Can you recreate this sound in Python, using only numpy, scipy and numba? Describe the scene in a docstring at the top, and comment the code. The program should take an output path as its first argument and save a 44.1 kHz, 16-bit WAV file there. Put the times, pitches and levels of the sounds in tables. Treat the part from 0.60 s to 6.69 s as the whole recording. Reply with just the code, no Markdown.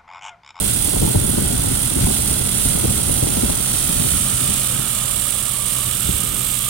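"""A small diesel tractor tows a rotary sweeper away along a paved path, a few metres from a phone.
From the start, gusts buffet the microphone, the engine hums and clatters, and the bristles hiss and
throb with each turn of the brush drive. In the first 1.5 s the hopper (the dirt bin) clunks three
times. Its roar echoes off a house wall on the left, which is passed at about 4 s. Around then the
machine turns its back and the hiss changes colour. The wind eases, stirring once more near the end."""
import sys
import numpy as np
from scipy import signal
from scipy.fft import rfft, irfft
from scipy.io import wavfile
from scipy.ndimage import uniform_filter1d, minimum_filter1d, map_coordinates
from numba import njit

SR = 44100
rng = np.random.default_rng(int(sys.argv[2]) if len(sys.argv) > 2 else 0)


def transcribe(u):
    """Save the signal u as a 16-bit wav file named by the first command-line argument.

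    u: samples, shape (n,) or (channels, n), limited to [-1, 1]; the rate is SR.
    q: integer samples, one column per channel.
    """
    v = np.clip(np.atleast_2d(u).T, -1, 1)
    q = np.round(v * 32767).astype(np.int16)
    wavfile.write(sys.argv[1], SR, q)


N = 268569
TIME = np.arange(N) / SR
FREQ = np.arange(N // 2 + 1) * SR / N + 1e-3
PAN = np.array([[.5], [-.5]])  # splits a dB difference between the channels; positive favours the left


def undb(db):
    """Turn decibels into a factor to multiply by."""
    return 10 ** (np.asarray(db) / 20)

def unit(x):
    """Scale a signal to an average (rms) size of 1."""
    return x / np.sqrt(np.mean(x ** 2))

def curves(table):
    """Join a table's time points with straight lines, one curve per value column."""
    times, *columns = np.transpose(table)
    return [np.interp(TIME, times, column) for column in columns]

def bells(table):
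    """Add up bell-shaped rises, one curve per rise column."""
    return sum(np.outer(rises, np.exp(-(2 * (TIME - s) / length) ** 2)) for s, length, *rises in table)

def shape(x, gain):
    """Filter a signal with a gain for every frequency."""
    return irfft(rfft(x) * gain, N)

def colour(table):
    """Turn a table of tone colour into a gain for every frequency, one row per dB column."""
    hz, *columns = np.transpose(table)
    return undb([np.interp(np.log(FREQ), np.log(hz), column) for column in columns])

def highpass(hz, order):
    """Gains that fade out the sound below hz; a higher order cuts more steeply."""
    return 1 / np.sqrt(1 + (hz / FREQ) ** (2 * order))

def walk(rate_hz):
    """A smooth random wobble of average size 1."""
    hold = max(int(SR / rate_hz), 1)
    steps = np.repeat(rng.standard_normal(N // hold + 1), hold)
    return unit(uniform_filter1d(uniform_filter1d(steps, hold), hold)[:N])

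def flicker(rate_hz, slowest_hz=16):
    """A quick wobble with its slow part taken out."""
    wobble = walk(rate_hz)
    return unit(wobble - uniform_filter1d(wobble, int(SR / slowest_hz)))

def stereo_noise(likeness):
    """Left and right noise, from unrelated (likeness 0) to identical (1)."""
    shared = np.sqrt(likeness) * rng.standard_normal(N)
    return shared + np.sqrt(1 - likeness) * rng.standard_normal((2, N))

@njit
def sliding_filter(x, hz, damping):
    """Return the sound below a moving frequency, and the band around it."""
    low, band = np.empty(len(x)), np.empty(len(x))
    band_state, low_state = 0., 0.
    for i in range(len(x)):
        g = np.tan(np.pi * min(hz[i], .4 * SR) / SR)
        v = (band_state + g * (x[i] - low_state)) / (1 + g * (g + damping))
        low[i], band[i] = low_state + g * v, damping * v
        band_state, low_state = 2 * v - band_state, 2 * low[i] - low_state
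    return low, band

def ring(pair, hz, damping):
    """Make both channels ring around hz; less damping gives a clearer pitch."""
    once = [sliding_filter(x, hz, damping)[1] for x in pair]
    return unit(np.array([sliding_filter(x, hz, damping)[1] for x in once]))

def puff(low_hz, high_hz, rise_s, order=3):
    """A short swell of noise with a peak of 1."""
    age = np.arange(SR // 10) / SR
    band = signal.butter(order, [low_hz, high_hz], "band", fs=SR, output="sos")
    swell = signal.sosfilt(band, rng.standard_normal(len(age))) * age * np.exp(-age / rise_s)
    return swell / np.abs(swell).max()


# Sharp hits of wind: (time [s], push peak [dB], thud peak [dB], slap peak [dB])
WIND_HITS = [(0.277, -29, -20, -18), (0.335, -30, -17, -15.5), (0.365, -18, -23, -16),
             (0.423, -9, -13, -14), (0.444, -23, -9.5, -13), (0.476, -30, -22, -16), (0.553, -7, -9, -11),
             (0.588, -22, -14, -29), (.64, -24, -14, -20), (0.691, -21, -16.5, -16), (0.779, -30, -10, -10),
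             (.82, -33, -25, -26), (0.854, -18, -29, -30), (0.935, -28, -12, -31), (0.991, -13, -23, -22),
             (1.041, -18, -16, -18), (1.115, -27, -13.5, -40), (1.358, -19, -12.5, -25),
             (1.43, -24, -14, -30), (1.469, -25, -14, -17), (1.503, -26, -17.5, -13),
             (1.591, -17, -23, -22), (1.705, -17.5, -20, -32), (1.87, -26, -30, -29),
             (2.055, -17, -15, -30), (2.174, -19, -27, -15.5), (2.274, -16, -20.5, -28),
             (2.365, -17.5, -25, -28), (2.497, -19, -17, -11), (2.575, -35, -19, -29),
             (2.625, -32, -9, -11), (2.667, -30, -31, -15), (2.77, -28, -14, -19), (2.831, -19, -11.5, -15),
             (2.896, -30, -24, -14), (3.36, -18, -22, -35), (3.397, -23, -12, -23),
             (3.444, -20, -13.5, -21), (3.54, -23, -14.5, -36), (3.739, -19, -26, -36),
             (3.891, -22, -18, -22), (4.189, -27, -21, -26), (4.561, -25, -29, -27), (5.44, -19, -32, -42),
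             (5.487, -17, -12, -21), (5.525, -17.5, -25, -30)]

def buffets(push_s=0.011, thud_s=0.00634, slap_s=0.0051):
    """Single swirls of air hit the microphone: a deep push, a dull thud and a soft slap."""
    out = np.zeros(N)
    for s, push_db, thud_db, slap_db in WIND_HITS:
        thud = undb(thud_db) * puff(88, 276, thud_s)
        slap = undb(slap_db) * puff(260, 590, slap_s, order=2)
        push = undb(push_db) * puff(23, 123, push_s)
        start = int((s - thud_s / 2) * SR)
        out[start:start + len(thud)] += thud + slap + push
    return out


# The breeze, dying down unevenly: (time [s], level [dB])
BREEZE_LEVEL = [(0, -27), (.25, -30.5), (.9, -27.5), (1.25, -35), (2.3, -28), (2.85, -29.5), (3.08, -35),
                (3.5, -35), (4.2, -37), (4.8, -47), (5.75, -32.5), (6.09, -48.5)]
# Gusts on top of the breeze: (peak time [s], length [s], rise [dB])
GUST_RISES = [(0.42, 0.25, 4.5), (0.6, 0.24, 2.5), (.79, 0.045, 4), (0.97, 0.43, 1), (1.12, 0.2, 3.5),
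              (1.4, 0.25, 6.5), (1.74, 0.3, 4.2), (2.25, 0.14, 1.5), (2.5, .1, 0), (2.64, 0.11, 0.5),
              (2.81, 0.19, 3.5), (3.29, 0.055, 3.5), (3.41, 0.2, 6.5), (3.545, 0.061, 4.5), (3.87, 0.17, 4),
              (4.15, 0.11, 3), (5.485, 0.14, 0)]
# Tone colour of slow swirls of air: (frequency [Hz], relative level [dB])
RUMBLE_COLOUR = [(14, -2), (26, -5), (42, 9), (60, 7.5), (110, 5), (170, 1.5), (260, -1), (500, -22)]

def wind(flutter_db=-31.5, flutter_growth=0.91, swirl_hz=320, right_lag_s=0.00088, right_dull_hz=520):
    """Air swirls over the microphone openings; stronger gusts shed smaller swirls that flutter higher."""
    strength_db = curves(BREEZE_LEVEL)[0] + bells(GUST_RISES)[0]
    excess_db = strength_db - strength_db.mean()
    rumble = unit(shape(stereo_noise(1), colour(RUMBLE_COLOUR)))
    rumble *= undb(strength_db + 0.5 + 3 * walk(25.18))
    cutoff_hz = swirl_hz * 2 ** (excess_db / 26 + 0.14 * walk(50))  # an octave up per 26 dB
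    swirls = np.array([sliding_filter(x, cutoff_hz, damping=1.9)[0] for x in stereo_noise(0.7)])
    flutter = unit(shape(swirls, highpass(83, order=3)) * undb(3 * flicker(80)))
    flutter *= undb(flutter_db + flutter_growth * excess_db)
    left, right = rumble + buffets() + shape(flutter, 1 - highpass(1040, order=3))
    # the air reaches the sheltered right opening later, and sounds duller there
    delay = np.exp(-2j * np.pi * FREQ * right_lag_s)
    shelter = 1 / np.sqrt(1 + (FREQ / right_dull_hz) ** 2)
    return np.array([left, shape(right, delay * shelter)])


# Echo off the paving: (time [s], delay [s])
ECHO_DELAY = [(0, .00146), (2.8, .00149), (3.6, .00165), (5, .00177), (5.45, .00169), (6.09, .00184)]

def paving_echo(pair, echo_db=-14.5, soft_hz=3200):
    """The paving mirrors the machine; the changing delay slides a ripple through the middle tones."""
    positions = (TIME - curves(ECHO_DELAY)[0]) * SR
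    middle = shape(pair, highpass(590, order=3) / np.sqrt(1 + (FREQ / soft_hz) ** 6))
    echo = np.array([map_coordinates(x, [positions], order=1, mode="mirror") for x in middle])
    return pair + undb(echo_db) * echo


# Knocks on the hopper: (time [s], level [dB])
CLUNK_HITS = [(.358, -25), (1.037, -29), (1.463, -19.5)]
# Tones in each knock: (frequency [Hz], relative level [dB], time to fade by 60 dB [s])
CLUNK_TONES = [(753, -6, 0.062), (887, -5, 0.052), (1020, -2, 0.029)]

def clunks(attack_s=.003, pan_db=14):
    """Dull clunks, probably stones thrown against the hopper."""
    out = np.zeros((2, N))
    for s, level_db in CLUNK_HITS:
        age = np.maximum(TIME - s, 0)
        ringing = sum(undb(db - 60 * age / fade_s) * np.sin(2 * np.pi * (hz * age + rng.random()))
                      for hz, db, fade_s in CLUNK_TONES)
        out += ringing * (1 - np.exp(-age / attack_s)) * undb(level_db + PAN * pan_db)
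    return out


# The drive that spins the brush: (time [s], speed [turns/s], throb strength [factor])
BRUSH_DRIVE = [(0, 18.6, 1.1), (.9, 19.05, 1.1), (1.6, 18.55, 1), (2.7, 18.45, 1), (3.5, 18.9, .8),
               (4.4, 18.95, .8), (5.2, 18.5, .8), (6.09, 18.9, .8)]

def drive():
    """The spinning drive: its turns so far, and how strongly it makes the bristles throb."""
    turn_hz, strength = curves(BRUSH_DRIVE)
    return np.cumsum(turn_hz) / SR, strength


# Tone colour of the hopper, fan and tyres: (frequency [Hz], left level [dB], right level [dB])
ROAR_COLOUR = [(25, -25, -21), (85, -16.5, -20), (141, -15.5, -13.5), (172, -26, -32), (219, -15, -20),
               (314, -26, -24.5), (436, -36, -29), (560, -30.5, -22.5), (685, -29.5, -26),
               (815, -33, -24.5), (935, -27.5, -29), (1620, -32, -25.5), (2180, -25, -21.5)]
# The roar swells while the house wall throws it back: (time [s], left gain [dB], right gain [dB])
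WALL_SWELL = [(0, 5, -0.5), (1.5, 6, 1), (2.8, 6.5, 2.5), (4, 3, 2), (4.5, -1, 2.5), (5.2, -4.5, 1),
              (6.09, -6, 0.5)]

def hopper(shake_db=-42, drone_db=-46, waver_db=2):
    """The hopper roars with fan and tyre noise, shakes twice per turn of the drive, and drones."""
    apart = highpass(307, order=2)  # long waves reach both sides alike, short ones differ
    air = shape(stereo_noise(0.84), np.sqrt(1 - apart ** 2)) + shape(stereo_noise(0.25), apart)
    roar = shape(air, colour(ROAR_COLOUR) * (1 - highpass(1960, order=4))) * undb(curves(WALL_SWELL))
    turns, _ = drive()
    shake = np.sqrt(2) * np.sin(2 * np.pi * 2 * turns)
    drone = np.sqrt(2) * np.sin(2 * np.pi * 6 * turns)
    return roar + shake * undb(shake_db) + drone * undb(drone_db + waver_db * walk(3.7))


# The engine's steady running: (time [s], firing rate [Hz], hum level [dB])
ENGINE_RUN = [(0, 62.4, -35.5), (2, 62.45, -34.5), (3.1, 62.55, -35), (3.6, 62.6, -34.5), (4.6, 62.45, -38),
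              (5.3, 62.45, -36), (6.09, 62.4, -36.8)]
# Exhaust and pump tones: (multiple of the firing rate [factor], relative level [dB])
HUM_TONES = [(1, -7.5), (1.5, -15), (2, 0), (3, -6.5), (6.5, -20.5), (8, -22.5), (13, -21.5)]
# Clatter from the engine bay: (time [s], ringing frequency [Hz], level [dB])
BAY_CLATTER = [(0, 1450, -48.5), (1, 1450, -45.5), (2.8, 1380, -45.5), (3.5, 1340, -39), (4, 1304, -39),
               (5, 1205, -42), (5.45, 1300, -39.5), (6.09, 1210, -41)]

def engine(waver_db=2.5, sway_cycles=0.08, knock_db=2.5, drift=0.031, tick_hz=3250, tick_db=-44):
    """The diesel's exhaust hums, and each firing knocks the engine bay and block into ringing."""
    firing_hz, hum_db = curves(ENGINE_RUN)
    firings = np.cumsum(firing_hz * (1 + 0.00206 * walk(7.94))) / SR
    hum = np.zeros(N)
    for multiple, db in HUM_TONES:  # moving air makes each tone waver in level and timing
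        level = undb(db + waver_db * flicker(28, slowest_hz=8.6))
        cycles = multiple * firings + rng.random() + sway_cycles * walk(9)
        hum += level * np.sin(2 * np.pi * cycles)
    knocks = stereo_noise(1) * undb(knock_db * np.cos(2 * np.pi * firings))
    bay_hz, clatter_db = curves(BAY_CLATTER)
    clatter = ring(knocks, bay_hz * (1 + drift * walk(12)), damping=0.25)
    clatter *= undb(clatter_db + walk(20) - 4.5 * PAN)
    ticking = ring(knocks, tick_hz * (1 + drift * walk(7)), damping=0.18) * undb(tick_db - 7 * PAN)
    return np.sqrt(2) * hum * undb(hum_db) + clatter + ticking


def bristles(flicks_per_s=9000, spread_db=7, flick_share=0.16):
    """Bristles scrape the paving and their tips snap free: many small ticks, a few large."""
    sizes = undb(spread_db * np.minimum(rng.exponential(size=N), 4))
    snaps = rng.random(N) < flicks_per_s / SR
    flicks = unit(snaps * np.sign(rng.standard_normal(N)) * sizes)
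    left, right = np.sqrt(flick_share) * flicks + np.sqrt(1 - flick_share) * stereo_noise(0.12)
    # the sound reaches the left side first until the machine is straight ahead
    lag_samples = np.linspace(6, 0, N).round().astype(int)
    return np.array([left, right[np.arange(N) - lag_samples]])


# Our view of the sweeper; the left microphone opening is shaded once the house is passed:
# (time [s], share seen from behind [0-1], shade on the left [0-1])
SWEEPER_VIEW = [(0, 0.15, 0.44), (3.2, 0.24, 0.18), (3.9, 0.7, 0.43), (4.13, 0.9, 0.6), (4.24, 0.85, 0.9),
                (4.5, 0.8, 0.7), (4.62, 0.7, 1), (5.02, 0.6, 1), (5.15, 0.74, 0.86), (5.8, 1, 1),
                (6.09, 0.9, 1)]
# Tone colour of the hiss from the side: (frequency [Hz], left gain [dB], right gain [dB])
SIDE_COLOUR = [(1910, -4.5, -4), (2590, -2, -1.5), (3020, -.5, 2.5), (3400, -2, 5.5), (4300, -3.2, 2.4),
               (5200, -1, -1.5), (6500, 2, -2), (7850, 6.3, 7.5), (8660, 5.5, 14.5), (9390, 4.5, 18.7),
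               (10820, -2.5, 8.7), (12200, -4.5, 3.2), (14500, -7, 3.2), (15700, -9, 4.5)]
# Tone colour of the hiss from behind: (frequency [Hz], left gain [dB], right gain [dB])
REAR_COLOUR = [(1900, -5, -5), (2250, -7, 0), (2550, -9, .5), (2850, -8, 5.8), (3490, -9, 6),
               (4430, -8, -2), (5300, -5, -3.5), (6200, -5.5, -3.5), (7500, -2.8, 9.5), (8900, -2.2, 14.8),
               (9420, -4, 14.6), (11040, -8.5, 7.2), (12000, -11.5, 8), (13300, -13.5, 5),
               (14400, -15.5, -1), (15700, -18, 0)]

def turn_away(hiss):
    """As the machine turns its back, the hiss blends from its side colour to its rear colour."""
    behind, shade = curves(SWEEPER_VIEW)
    low_cut = highpass(1800, order=6)
    side = shape(hiss, colour(SIDE_COLOUR) * low_cut)
    rear = shape(hiss, colour(REAR_COLOUR) * low_cut)
    rear_share = np.array([shade, behind])
    return (1 - rear_share) * side + rear_share * rear


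# A deepening dip in the treble: (time [s], centre [Hz], gain [dB])
TREBLE_DIP = [(0, 11400, 0.7), (3.7, 11400, -4), (4.5, 11100, -7), (5.3, 10700, -6), (6.09, 10800, -11)]
# A faint peak that climbs through the hiss: (time [s], centre [Hz], gain [dB])
TREBLE_PEAK = [(0, 5200, 0), (2.4, 6000, 2), (3, 6400, 4.5), (4.05, 6700, 0), (4.5, 7400, 3),
               (5.0, 8300, 1.3), (5.3, 12200, 1), (5.8, 12400, 3.5), (6.09, 12400, 2)]

def sliding_tints(hiss):
    """A narrow dip and a narrow peak slide through the hiss."""
    for table, damping in ((TREBLE_DIP, 0.19), (TREBLE_PEAK, 0.13)):
        hz, db = curves(table)
        hiss = hiss + (undb(db) - 1) * sliding_filter(hiss, hz, damping)[1]
    return hiss


# Overall loudness of the brush: (time [s], level [dB])
HISS_LEVEL = [(0, -24), (.45, -24.5), (1.4, -25), (2.3, -23.5), (2.9, -24), (3.3, -22), (3.8, -22.5),
              (4.5, -23), (6.09, -23)]
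# The brush bears down: (peak time [s], length [s], rise [dB], extra rise of the top treble [dB])
HARD_SCRAPES = [(.1, .14, 2.3, 0), (.26, 0.14, 3.3, 0), (.685, 0.093, 0, 4), (.96, 0.24, 1.5, -0.5),
                (1.21, 0.22, 2.3, 1), (1.54, 0.25, 2.5, -0.5), (1.75, 0.21, 1, .3), (2.07, 0.23, 2.5, 1.2),
                (2.34, 0.1, 0, 1.5), (2.54, 0.19, 0.7, 2), (3.3, 0.1, 0, 1), (3.54, 0.13, .8, 2),
                (4.56, 0.13, -0.5, 2)]
# Throb of the bristles: (pulses per drive turn [count], depth before scaling [dB])
THROB_PULSES = [(2, 1.35), (3, 1), (4, 1)]

def brush(tips_hz=5500, left_throb=0.18, rasp_throb=0.35, edge_hz=10800, edge_octaves=0.47):
    """The brush hisses on the paving and throbs as its pressure eases a few times in each drive turn."""
    turns, strength = drive()
    turns += rng.random()
    scrape_db, edge_db = bells(HARD_SCRAPES)
    swell_db = scrape_db + 0.56 * walk(12)
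    throb_db = -strength * sum(db * np.cos(2 * np.pi * pulses * turns) for pulses, db in THROB_PULSES)
    # the shaded left side hears mostly reflections, which even out the throb
    throb_db = throb_db * np.array([[left_throb], [1]])
    scrape = bristles()
    tips = shape(scrape, highpass(tips_hz, order=4))
    rasp = scrape - tips
    # the bright tips throb more than the lower rasp; both flicker
    rasp *= undb(swell_db + rasp_throb * throb_db + 1.4 * flicker(240, slowest_hz=30))
    tips *= undb(swell_db + throb_db + 1.12 * flicker(220, slowest_hz=30))
    left, right = turn_away(rasp + tips)
    # on the right, hard scrapes lift the top edge of the hiss
    edge = shape(right, np.exp(-(np.log2(FREQ / edge_hz) / edge_octaves) ** 2))
    right = sliding_tints(right + edge * (undb(edge_db) - 1))
    return np.array([left, right]) * undb(curves(HISS_LEVEL)[0])


def scene():
    """The machine and its echo off the paving, with the clunks and the wind."""
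    return paving_echo(brush() + engine() + hopper()) + clunks() + wind()

def record(dry, ceiling=.76, top_hz=15900):
    """The phone turns both channels down around the highest peaks and cuts the very top treble."""
    window = SR // 200  # 5 ms
    gain = np.minimum(1, ceiling / (np.abs(dry).max(axis=0) + 1e-9))
    gain = uniform_filter1d(minimum_filter1d(gain, window), window)
    top_cut = signal.ellip(12, .1, 80, top_hz, fs=SR, output="sos")
    return signal.sosfilt(top_cut, dry * gain)


dry = scene()
out = record(dry)
transcribe(out)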